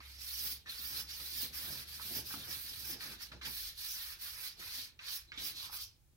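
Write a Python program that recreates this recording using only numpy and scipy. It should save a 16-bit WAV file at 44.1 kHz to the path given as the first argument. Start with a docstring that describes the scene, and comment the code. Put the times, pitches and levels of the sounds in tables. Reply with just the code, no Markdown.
"""Wet brush on a paper sheet

A wet brush is dragged to and fro over a big sheet taped to a wall in a small hard room. Bristles slip
over the grain thousands of times a second and at times squeak; the loose sheet rustles, flaps and thuds
under the pressure; the ferrule taps at some turns. A far, low hum wavers under a faint room floor."""
import sys
import numpy as np
from scipy import signal
from scipy.fft import rfft, irfft, next_fast_len
from scipy.io import wavfile

SR = 44100
rng = np.random.default_rng(int(sys.argv[2]) if len(sys.argv) > 2 else 0)


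def unload_audio(sound):
    """Save the sound as a 16-bit wav file, at the path given as the first command line argument."""
    columns = np.transpose(np.atleast_2d(sound))
    # keep every value between -1 and 1, then stretch to whole-number steps
    steps = np.round(np.clip(columns, -1, 1) * 32767)
    wavfile.write(sys.argv[1], SR, steps.astype(np.int16))


N = 271654
TIME_S = np.arange(N) / SR
BIN_HZ = np.maximum(np.arange(N // 2 + 1) * SR / N, 1)

# sharp taps of the brush and, in the low-pitched rows, dull thuds of the sheet slapping the wall:
# t/s, knock peak/dB, f/Hz, crack/dB re knock, thump/dB re knock, knock t60/s, patter re first touch
TAPS_AND_THUDS = [(0.004, -45.5, 1200, -3, -31, 0.012, 0.3), (0.66, -48, 1850, -12, -24, .011, .3),
                  (0.673, -55, 1830, -5, -36, .011, 0.2), (1.432, -54.5, 503, -25, 5.5, 0.0085, 0.35),
                  (1.997, -41, 1430, -17, -38, .011, 0.06), (2.167, -50.5, 484, -25, 4.5, 0.013, 0),
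                  (2.19, -48, 456, -25, -5, .008, 0.03), (2.307, -42, 1600, -16, -30, 0.0065, 0.09),
                  (2.34, -37.5, 1380, -14, -6.5, 0.0068, 0.1), (2.898, -50, 1620, -10, -18, .008, 0),
                  (3.007, -42, 2000, 3, -36, 0.01, 0.24), (3.209, -47, 1487, -19, -36, 0.012, .1),
                  (3.334, -52, 550, -25, -7, 0.013, .2), (3.318, -46, 1490, -3, -25, .011, .5),
                  (3.413, -45.5, 1685, -17, -30, 0.01, 0.2), (4.627, -40.5, 1874, -10, -43, 0.0089, 0.03),
                  (4.991, -42, 2630, -16, -45, 0.0086, 0.4), (5.319, -34, 2240, -10, -45, 0.012, 0.07),
                  (5.376, -35, 3560, -4, -15, 0.0094, .1), (5.697, -44, 1140, -3, -28, .005, 0.07)]


def from_db(db):
    """Decibels to gain."""
    return 10 ** (np.asarray(db) / 20)


def unit_rms(x):
    """Scale to rms 1."""
    return x / np.sqrt(np.mean(x ** 2) + 1e-20)


def in_time(rows):
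    """Columns of a time table, per sample."""
    times_s, *columns = np.transpose(rows)
    return [np.interp(TIME_S, times_s, column) for column in columns]


def at_bins(rows):
    """Spectrum table, per FFT bin."""
    hz, values = np.transpose(rows)
    return np.interp(np.log(BIN_HZ), np.log(hz), values)


def colour(x, gain):
    """Weight each FFT bin."""
    return irfft(rfft(x) * gain, N)


def drift(rate_hz):
    """Slow random wander, rms 1."""
    step, settle = 40, 2000
    r = np.exp(-2 * np.pi * rate_hz * step / SR)
    noise = rng.standard_normal(N // step + settle + 2)
    slow = signal.lfilter([1], [1, -2 * r, r * r], noise)[settle:]
    return np.interp(np.arange(N) / step, np.arange(len(slow)), unit_rms(slow))


def ring(force, hz, t60_s):
    """Damped mode: a unit click starts a sine of height 1."""
    r, w = from_db(-60 / (t60_s * SR)), 2 * np.pi * hz / SR
    return signal.lfilter([0, np.sin(w)], [1, -2 * r * np.cos(w), r * r], force)


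def moving_ring(x, hz, width_hz):
    """Unity-gain resonance with a gliding centre."""
    out, state, block = np.zeros(N), np.zeros(2), 128
    r = np.exp(-np.pi * width_hz / SR)
    zeros = np.array([1, 0, -1]) * (1 - r * r) / 2
    for i in range(0, N, block):
        poles = [1, -2 * r * np.cos(2 * np.pi * hz[i] / SR), r * r]
        out[i:i + block], state = signal.lfilter(zeros, poles, x[i:i + block], zi=state)
    return out


def clicks(per_s, spread_db, clump_db):
    """Random clicks of uneven size, in clumps."""
    sizes = from_db(spread_db * np.minimum(rng.exponential(1, N), 5)) * rng.choice([-1, 1], N)
    fires = rng.random(N) < per_s / SR
    return sizes * fires * from_db(clump_db * drift(rate_hz=70))


def diffuse_noise(gain):
    """Stereo noise, alike in the bass, unlike in the treble."""
    # diffuse field: f/Hz, left-right coherence
    coherence = [(60, 0.71), (300, 0.55), (700, 0.3), (1500, 0.25), (4000, 0.056)]
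    alike = at_bins(coherence)
    mid, side = rfft(rng.standard_normal((2, N))) * gain
    return irfft(np.sqrt(1 + alike) * mid + np.sqrt(1 - alike) * side * [[1], [-1]], N)


def room_floor():
    """Building rumble over microphone hiss."""
    # floor spectrum: f/Hz, relative level/dB
    spectrum = [(12, -34), (20, -9), (60, 7), (146, -6.5), (177, -11.5), (228, -40), (301, -17),
                (558, -27.5), (13500, -28), (16000, -25.5)]
    return from_db(-67.5) * unit_rms(diffuse_noise(from_db(at_bins(spectrum))))


def far_hum():
    """Low wandering tone that blurs into narrow-band noise."""
    # hum course: t/s, f/Hz, level/dB
    course = [(0.0, 65.8, -59), (0.45, 66.7, -58.5), (0.56, 68.4, -61.5), (0.63, 68.6, -74),
              (0.76, 68.6, -69), (0.85, 68.3, -62), (1.2, 69.6, -63), (2.1, 72.8, -61.5),
              (2.45, 73.1, -64.5), (2.66, 76.8, -62.5), (3.23, 51.5, -69.5), (3.34, 63, -57),
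              (3.5, 63.4, -63), (3.67, 50.14, -61), (3.86, 61.4, -68), (4.19, 57, -63.5),
              (4.29, 69.3, -64.5), (4.56, 67.9, -71), (4.67, 84.7, -63), (4.84, 84.7, -71),
              (4.94, 69.4, -82), (5.39, 58.54, -65), (5.87, 91.8, -73), (6.0, 68, -75), (6.16, 76.4, -79)]
    # hum roughness: t/s, noise amount (0 tone, 1 noise)
    roughness = [(0, 0.2), (0.55, 0.18), (0.7, 0.41), (1.0, 0.25), (2.1, 0.43), (2.4, 0.77), (3.2, 0.51),
                 (3.35, 0.4), (3.8, 0.74), (6.16, 0.98)]
    hz, level_db = in_time(course)
    rough, = in_time(roughness)
    carrier = np.exp(2j * np.pi * np.cumsum(hz) / SR)
    noise = drift(rate_hz=25) + 1j * drift(rate_hz=25)
    amplitude = np.sqrt(2 - 2 * rough ** 2) + rough * noise
    return from_db(level_db) * (carrier * amplitude).real


def room_echoes(x):
    """Bright early echoes and a dull tail; the pattern keeps changing as the brush moves."""
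    places, place_s = 12, 0.022
    early_t60_s, late_t60_s, late_db, wall_cut_hz = 0.033, 0.34, -17, 2700
    length = N // places
    delay_s, fft_size = TIME_S[:length], next_fast_len(N + length)
    bright = diffuse_noise(0.9)
    dull = diffuse_noise(1 / np.sqrt(1 + (BIN_HZ / wall_cut_hz) ** 6))
    onset = np.clip((delay_s - 0.002) / 0.001, 0, 1)
    spectrum = 0
    for k in range(places):
        span = slice(k * length, (k + 1) * length)
        early = bright[:, span] * from_db(-60 * delay_s / early_t60_s)
        late = dull[:, span] * from_db(late_db - 60 * delay_s / late_t60_s)
        response = (early + late) * onset
        response /= np.sqrt(np.sum(response ** 2) / 2)
        turn = (TIME_S / place_s - k) % places
        crossfade = np.sin(np.pi * np.clip(turn / 2, 0, 1))   # equal power
        spectrum = spectrum + rfft(response, fft_size) * rfft(x * crossfade, fft_size)
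    return irfft(spectrum, fft_size)[:, :N]


def sheet_flaps():
    """The loose sheet slaps the wall in swells of dull knocks; the board behind rings hollow."""
    # flaps: t/s, peak/dB, length/s
    flaps = [(0.0, -65, 0.039), (0.47, -66, 0.34), (0.947, -64, 0.51), (1.43, -58.5, 0.15),
             (1.692, -58, 0.32), (2.153, -54, 0.2), (2.372, -56, 0.2), (2.49, -61, 0.21),
             (2.729, -66, 0.14), (2.926, -59, 0.42), (3.07, -60, 0.28), (3.344, -57, 0.11),
             (3.474, -52.5, 0.078), (4.026, -72, 0.083), (4.607, -68.5, 0.18), (4.788, -63.5, 0.11),
             (5.144, -70.5, 0.045), (5.342, -74, 0.058), (5.408, -62.5, 0.26), (5.583, -71.5, 0.61)]
    # stirring between flaps: t/s, level/dB
    stirring = [(0, -80.5), (1.3, -71), (3.5, -75.5), (3.8, -81.5), (6.16, -83.5)]
    # slap spectrum: f/Hz, relative level/dB
    spectrum = [(53, -27), (90, -1), (184, -6.5), (294, -10.5), (441, -10), (495, -13.5), (900, -15.5),
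                (1170, -26), (1980, -120)]
    # board modes: f/Hz, width/Hz, gain/dB
    board_modes = [(133, 20, 3.5), (227, 57, -4), (278, 29, -10), (344.5, 13, 3.5)]
    drop_db, rise_share = 29, 0.89
    level_db, = in_time(stirring)
    for peak_s, peak_db, length_s in flaps:
        away_s = np.maximum(TIME_S - peak_s, (peak_s - TIME_S) / rise_share)
        level_db = np.maximum(level_db, peak_db - drop_db * away_s / length_s)
    hollow = 1 + sum(from_db(db) / (1 + (2 * (BIN_HZ - hz) / width_hz) ** 2)
                     for hz, width_hz, db in board_modes)
    slaps = clicks(per_s=600, spread_db=2.5, clump_db=-1.14)
    return from_db(level_db) * unit_rms(colour(slaps, hollow * from_db(at_bins(spectrum))))


def squeaks():
    """Slips briefly catch one narrow resonance."""
    # squeaks: t/s, length/s, f/Hz, level/dB
    events = [(0.678, 0.041, 1780, -54.5), (0.699, 0.024, 4220, -42.5), (0.79, 0.029, 4530, -48),
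              (2.012, 0.033, 1320, -56), (3.463, 0.029, 3070, -49), (3.466, 0.025, 4480, -61),
              (5.299, 0.041, 4040, -62.5), (5.594, 0.086, 4070, -49.5)]
    width_hz, half = 68, SR // 8
    t60_s = np.log(1000) / (np.pi * width_hz)
    t, out = np.arange(-half, half) / SR, np.zeros(N)
    for centre_s, length_s, hz, db in events:
        puff = np.exp(-(2 * t / length_s) ** 4)
        tone = puff * ring(rng.standard_normal(len(t)), hz, t60_s)
        i = round(centre_s * SR)
        out[i - half:i + half] += from_db(db) * unit_rms(tone) / unit_rms(puff).max()
    return out


def taps_and_thuds():
    """Sharp brush taps and dull thuds of the sheet slapping the wall: dry knock, crack, wall thump."""
    # sheet modes: pitch ratio, gain/dB, t60 ratio
    modes = [(1.0, 0, 1.0), (.74, -6, .64), (1.42, -5, .55), (2.1, -6, .5)]
    contact_s, crack_hz, crack_t60_s = 0.006, 4500, 0.0015
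    out, length = np.zeros(N + SR), SR // 8
    contact = np.exp(-TIME_S[:length] / contact_s)
    for start_s, peak_db, hz, crack_db, thump_db, t60_s, patter in TAPS_AND_THUDS:
        force = patter * rng.standard_normal(length) * contact
        force[0] = 1   # hard first touch, then dying patter
        knock = sum(from_db(db) * ring(force, hz * ratio, share * t60_s) for ratio, db, share in modes)
        knock = ring(knock, hz, t60_s=0.001)   # dulls the treble
        knock = signal.sosfilt(signal.butter(4, 0.64 * hz, "high", fs=SR, output="sos"), knock)
        crack = ring(ring(force, crack_hz, crack_t60_s), crack_hz, crack_t60_s)
        thump = ring(contact ** 8, hz=283, t60_s=0.057)
        i = round(start_s * SR)
        for part, db in (knock, 0), (crack, crack_db), (thump, thump_db):
            out[i:i + length] += from_db(peak_db + db) * part / np.abs(part).max()
    return out[:N]


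def hand_motion():
    """Strokes and pressure surges set the scrape, hiss and rustle levels and the sheet resonance."""
    # strokes: start/s, end/s, then start and end of scrape/dB, hiss/dB re scrape, rustle/dB; sheet f/Hz
    strokes = [(0.0, 0.212, -60.5, -58.5, 4, -11.5, -65.5, -71, 2070),
               (0.208, 0.527, -53, -47.5, -2, 0, -64.5, -65, 1870),
               (0.657, 1.002, -56, -47, -3, -0.5, -65.5, -59, 1730),
               (1.097, 1.466, -51, -50.5, -5, -2.5, -64, -66, 1910),
               (1.546, 1.821, -50, -50.5, -0.5, -5, -58.5, -61.5, 1710),
               (1.882, 2.197, -54.5, -47.5, -3.5, -1.5, -65.5, -62, 1820),
               (2.263, 2.479, -49, -53.5, -3.5, -7.5, -67.5, -59, 1570),
               (2.447, 2.942, -53, -52.5, -2, -7, -65.5, -64, 1785),
               (3.019, 3.147, -48.5, -56, -4.5, -3.5, -53.5, -63.5, 1670),
               (3.22, 3.223, -47.5, -47.5, -5, -3.5, -56.5, -59.5, 1923),
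               (3.317, 3.364, -48, -64, -2, -12, -56.5, -78, 1560),
               (3.41, 3.685, -51.5, -48.5, 0, -2.5, -62, -63.5, 1800),
               (3.786, 4.125, -49.5, -52.5, -3, -0.5, -64.5, -58, 1780),
               (4.22, 4.36, -51, -56, 1, -0.5, -60, -66, 1763),
               (4.349, 4.476, -62, -47.5, 5, -3, -62, -61, 2040),
               (4.602, 4.838, -52.5, -55, -3.5, -9, -60.5, -70, 1870),
               (4.996, 5.161, -58.5, -49, -4, 1, -65, -63.5, 1750),
               (5.318, 5.37, -58, -56.5, -20, -5, -67, -63.5, 2124),
               (5.374, 5.504, -43.5, -49, 1, -3, -63, -62.5, 2060),
               (5.566, 5.657, -50, -49, -6.5, -6.5, -69, -58.5, 1036),
               (5.728, 5.812, -53, -46, 1.5, -1.5, -55.5, -72.5, 1113)]
    # the hand presses or eases: t/s, scrape/dB, hiss/dB, rustle/dB, length/s
    surges = [(0.38, 3, -2, 2, 0.096), (0.459, 1, 0, 6, 0.051), (0.706, 5.5, 8.5, -0.5, 0.061),
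              (0.947, 0, -2.5, 2, 0.086), (1.2, -1, -0.5, 5.5, 0.035), (1.37, 3, 3, 2, 0.064),
              (1.427, 6.5, 7, 11.5, 0.061), (1.996, -4.5, -3, 2.5, 0.056), (2.166, 2, 3, 7, 0.033),
              (2.324, 2, 3, 8, 0.058), (2.525, 7.5, 4.5, 10, 0.059), (2.906, 5.5, 11, 4, .1),
              (3.462, 8, 6, 9, 0.028), (3.909, 2.5, 2.5, -3.5, 0.087), (4.775, 8.5, 8.5, 6.5, 0.14),
              (4.883, 4.5, 9, 9, 0.085), (5.098, 6.5, 2, 4, 0.14), (5.468, 2.5, 3.5, 3, 0.062),
              (5.793, -3.5, -11, 6.5, 0.036)]
    # rows: scrape, hiss, rustle
    rise_db_per_s, fall_db_per_s = np.vstack([384, 477, 477]), np.vstack([238, 306, 258])
    landing_loss_db = np.vstack([6.5, 21.5, -7])   # brush still slow, sheet jolted
    landing_db_per_s, speed_up_s, arch_db_per_s = 9000, 0.044, 9
    levels_db = np.full((3, N), -100.0)
    for start_s, end_s, scrape0, scrape1, hiss0, hiss1, rustle0, rustle1, _ in strokes:
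        tap_s = min((hit[0] for hit in TAPS_AND_THUDS), key=lambda s: abs(s - start_s))
        if abs(tap_s - start_s) < 0.009:   # opens on a tap: starts at once, then gathers speed
            start_s = tap_s
            onset_db = landing_db_per_s * np.maximum(start_s - TIME_S, 0)
            onset_db = onset_db + landing_loss_db * np.exp(-np.maximum(TIME_S - start_s, 0) / speed_up_s)
        else:
            onset_db = rise_db_per_s * np.maximum(start_s - TIME_S, 0)
        release_db = fall_db_per_s * np.maximum(TIME_S - end_s, 0)
        along = np.clip((TIME_S - start_s) / (end_s - start_s), 0, 1)
        arch_db = arch_db_per_s * (end_s - start_s) * np.sin(np.pi * along)   # fastest in mid-stroke
        scrape_db = scrape0 + along * (scrape1 - scrape0)
        hiss_db = scrape_db + hiss0 + along * (hiss1 - hiss0) + arch_db
        rustle_db = rustle0 + along * (rustle1 - rustle0)
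        stroke_db = np.array([scrape_db, hiss_db, rustle_db]) - onset_db - release_db
        levels_db = np.maximum(levels_db, stroke_db)
    for centre_s, *lifts_db, length_s in surges:
        levels_db += np.vstack(lifts_db) * np.exp(-(2 * (TIME_S - centre_s) / length_s) ** 2)
    sheet_hz, = in_time([(s, stroke[-1]) for stroke in strokes for s in stroke[:2]])
    return *levels_db, sheet_hz


def brush(scrape_db, hiss_db, rustle_db, sheet_hz):
    """One stream of bristle slips sounds as sheet rustle, grain scrape and tip hiss."""
    # slip spectrum: f/Hz, relative level/dB
    spectrum = [(290, -10), (500, -8), (697, -11), (944, -1), (1240, 2), (1590, 2.5), (2000, 1),
                (2350, 5.5), (2870, -0.5), (4630, -10.5), (5750, -10), (7350, -19), (9300, -13.5),
                (12200, -10.5), (15100, -15), (15800, -20)]
    # ring of the bent bristles, moving with speed and pressure: t/s, f/Hz
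    bristle_ring = [(0.0, 4400), (0.05, 4340), (0.15, 4600), (0.52, 4800), (0.66, 4000), (0.89, 4860),
                    (0.93, 4490), (1.03, 4905), (1.08, 4485), (1.31, 5000), (1.44, 4530), (1.49, 4150),
                    (1.53, 4600), (2.12, 4585), (2.15, 5100), (2.43, 4420), (2.5, 5230), (2.55, 4400),
                    (2.82, 4506), (2.94, 5210), (3.02, 4520), (3.12, 4720), (3.17, 4250), (3.2, 4840),
                    (3.25, 4700), (3.32, 4180), (3.37, 4620), (3.4, 3580), (3.45, 4480), (3.62, 5040),
                    (3.71, 4230), (3.93, 5350), (4.01, 4440), (4.72, 4710), (4.9, 4240), (4.98, 3520),
                    (5.03, 4350), (5.16, 5076), (5.32, 3835), (5.39, 3810), (5.45, 4915), (5.6, 4090),
                    (5.88, 5275), (5.9, 4890)]
    rustle_top_hz, hiss_foot_hz, flick_foot_hz, waver_db = 3317, 7800, 12900, 0.97
    slips = colour(clicks(per_s=7000, spread_db=2.5, clump_db=1.04), from_db(at_bins(spectrum)))
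    low = 1 / (1 + (BIN_HZ / rustle_top_hz) ** 8)
    high = 1 / (1 + (hiss_foot_hz / BIN_HZ) ** 12)
    rustle, scrape, hiss = (unit_rms(colour(slips, band)) for band in (low, 1 - low - high, high))
    bristle_hz = in_time(bristle_ring)[0] * (1 + 0.072 * drift(rate_hz=14.6))
    scrape = unit_rms(scrape + from_db(7) * moving_ring(scrape, bristle_hz, width_hz=750))
    # the sheet's free span sets its ring
    rustle = unit_rms(rustle + from_db(3) * moving_ring(rustle, sheet_hz, width_hz=500))
    # single tips spring free in bright flicks, louder with a faster brush
    flicks = clicks(per_s=1700, spread_db=1.0, clump_db=2.0)
    flicks = unit_rms(colour(flicks, 1 / (1 + (flick_foot_hz / BIN_HZ) ** 12)))
    flick_db = -7 + 0.76 * (hiss_db + 66)
    hiss = hiss + from_db(flick_db) * flicks
    layers = (scrape_db, scrape), (hiss_db, hiss), (rustle_db, rustle)
    return sum(from_db(db + waver_db * drift(rate_hz=6.3)) * layer for db, layer in layers)


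def scene():
    """Wall on the right: the left side hears it later, weaker, and partly from elsewhere on the sheet."""
    # balance: f/Hz, left re right/dB
    balance = [(60, -2), (150, -3), (380, -8), (950, -5), (2380, -1.5), (5980, -2.5), (15000, -4)]
    shared_power, left_lag_s, accent_send_db = 0.3, 0.00017, -11
    motion = hand_motion()
    brush_right, brush_elsewhere = brush(*motion), brush(*motion)
    brush_left = np.sqrt(shared_power) * brush_right + np.sqrt(1 - shared_power) * brush_elsewhere
    accents = taps_and_thuds() + squeaks()
    paper = np.array([brush_left, brush_right]) + sheet_flaps()
    direct = paper + accents
    direct[0] = colour(direct[0], np.exp(-2j * np.pi * BIN_HZ * left_lag_s))
    echoes = room_echoes(paper + from_db(accent_send_db) * accents)
    tilt = from_db(at_bins(balance) / 2)
    return colour(direct + echoes, np.array([tilt, 1 / tilt])) + far_hum() + room_floor()


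def record(dry):
    """Steep low-pass."""
    cutoff_hz = 15830
    return signal.sosfilt(signal.ellip(14, 0.5, 65, cutoff_hz, fs=SR, output="sos"), dry)


dry = scene()
out = record(dry)
unload_audio(out)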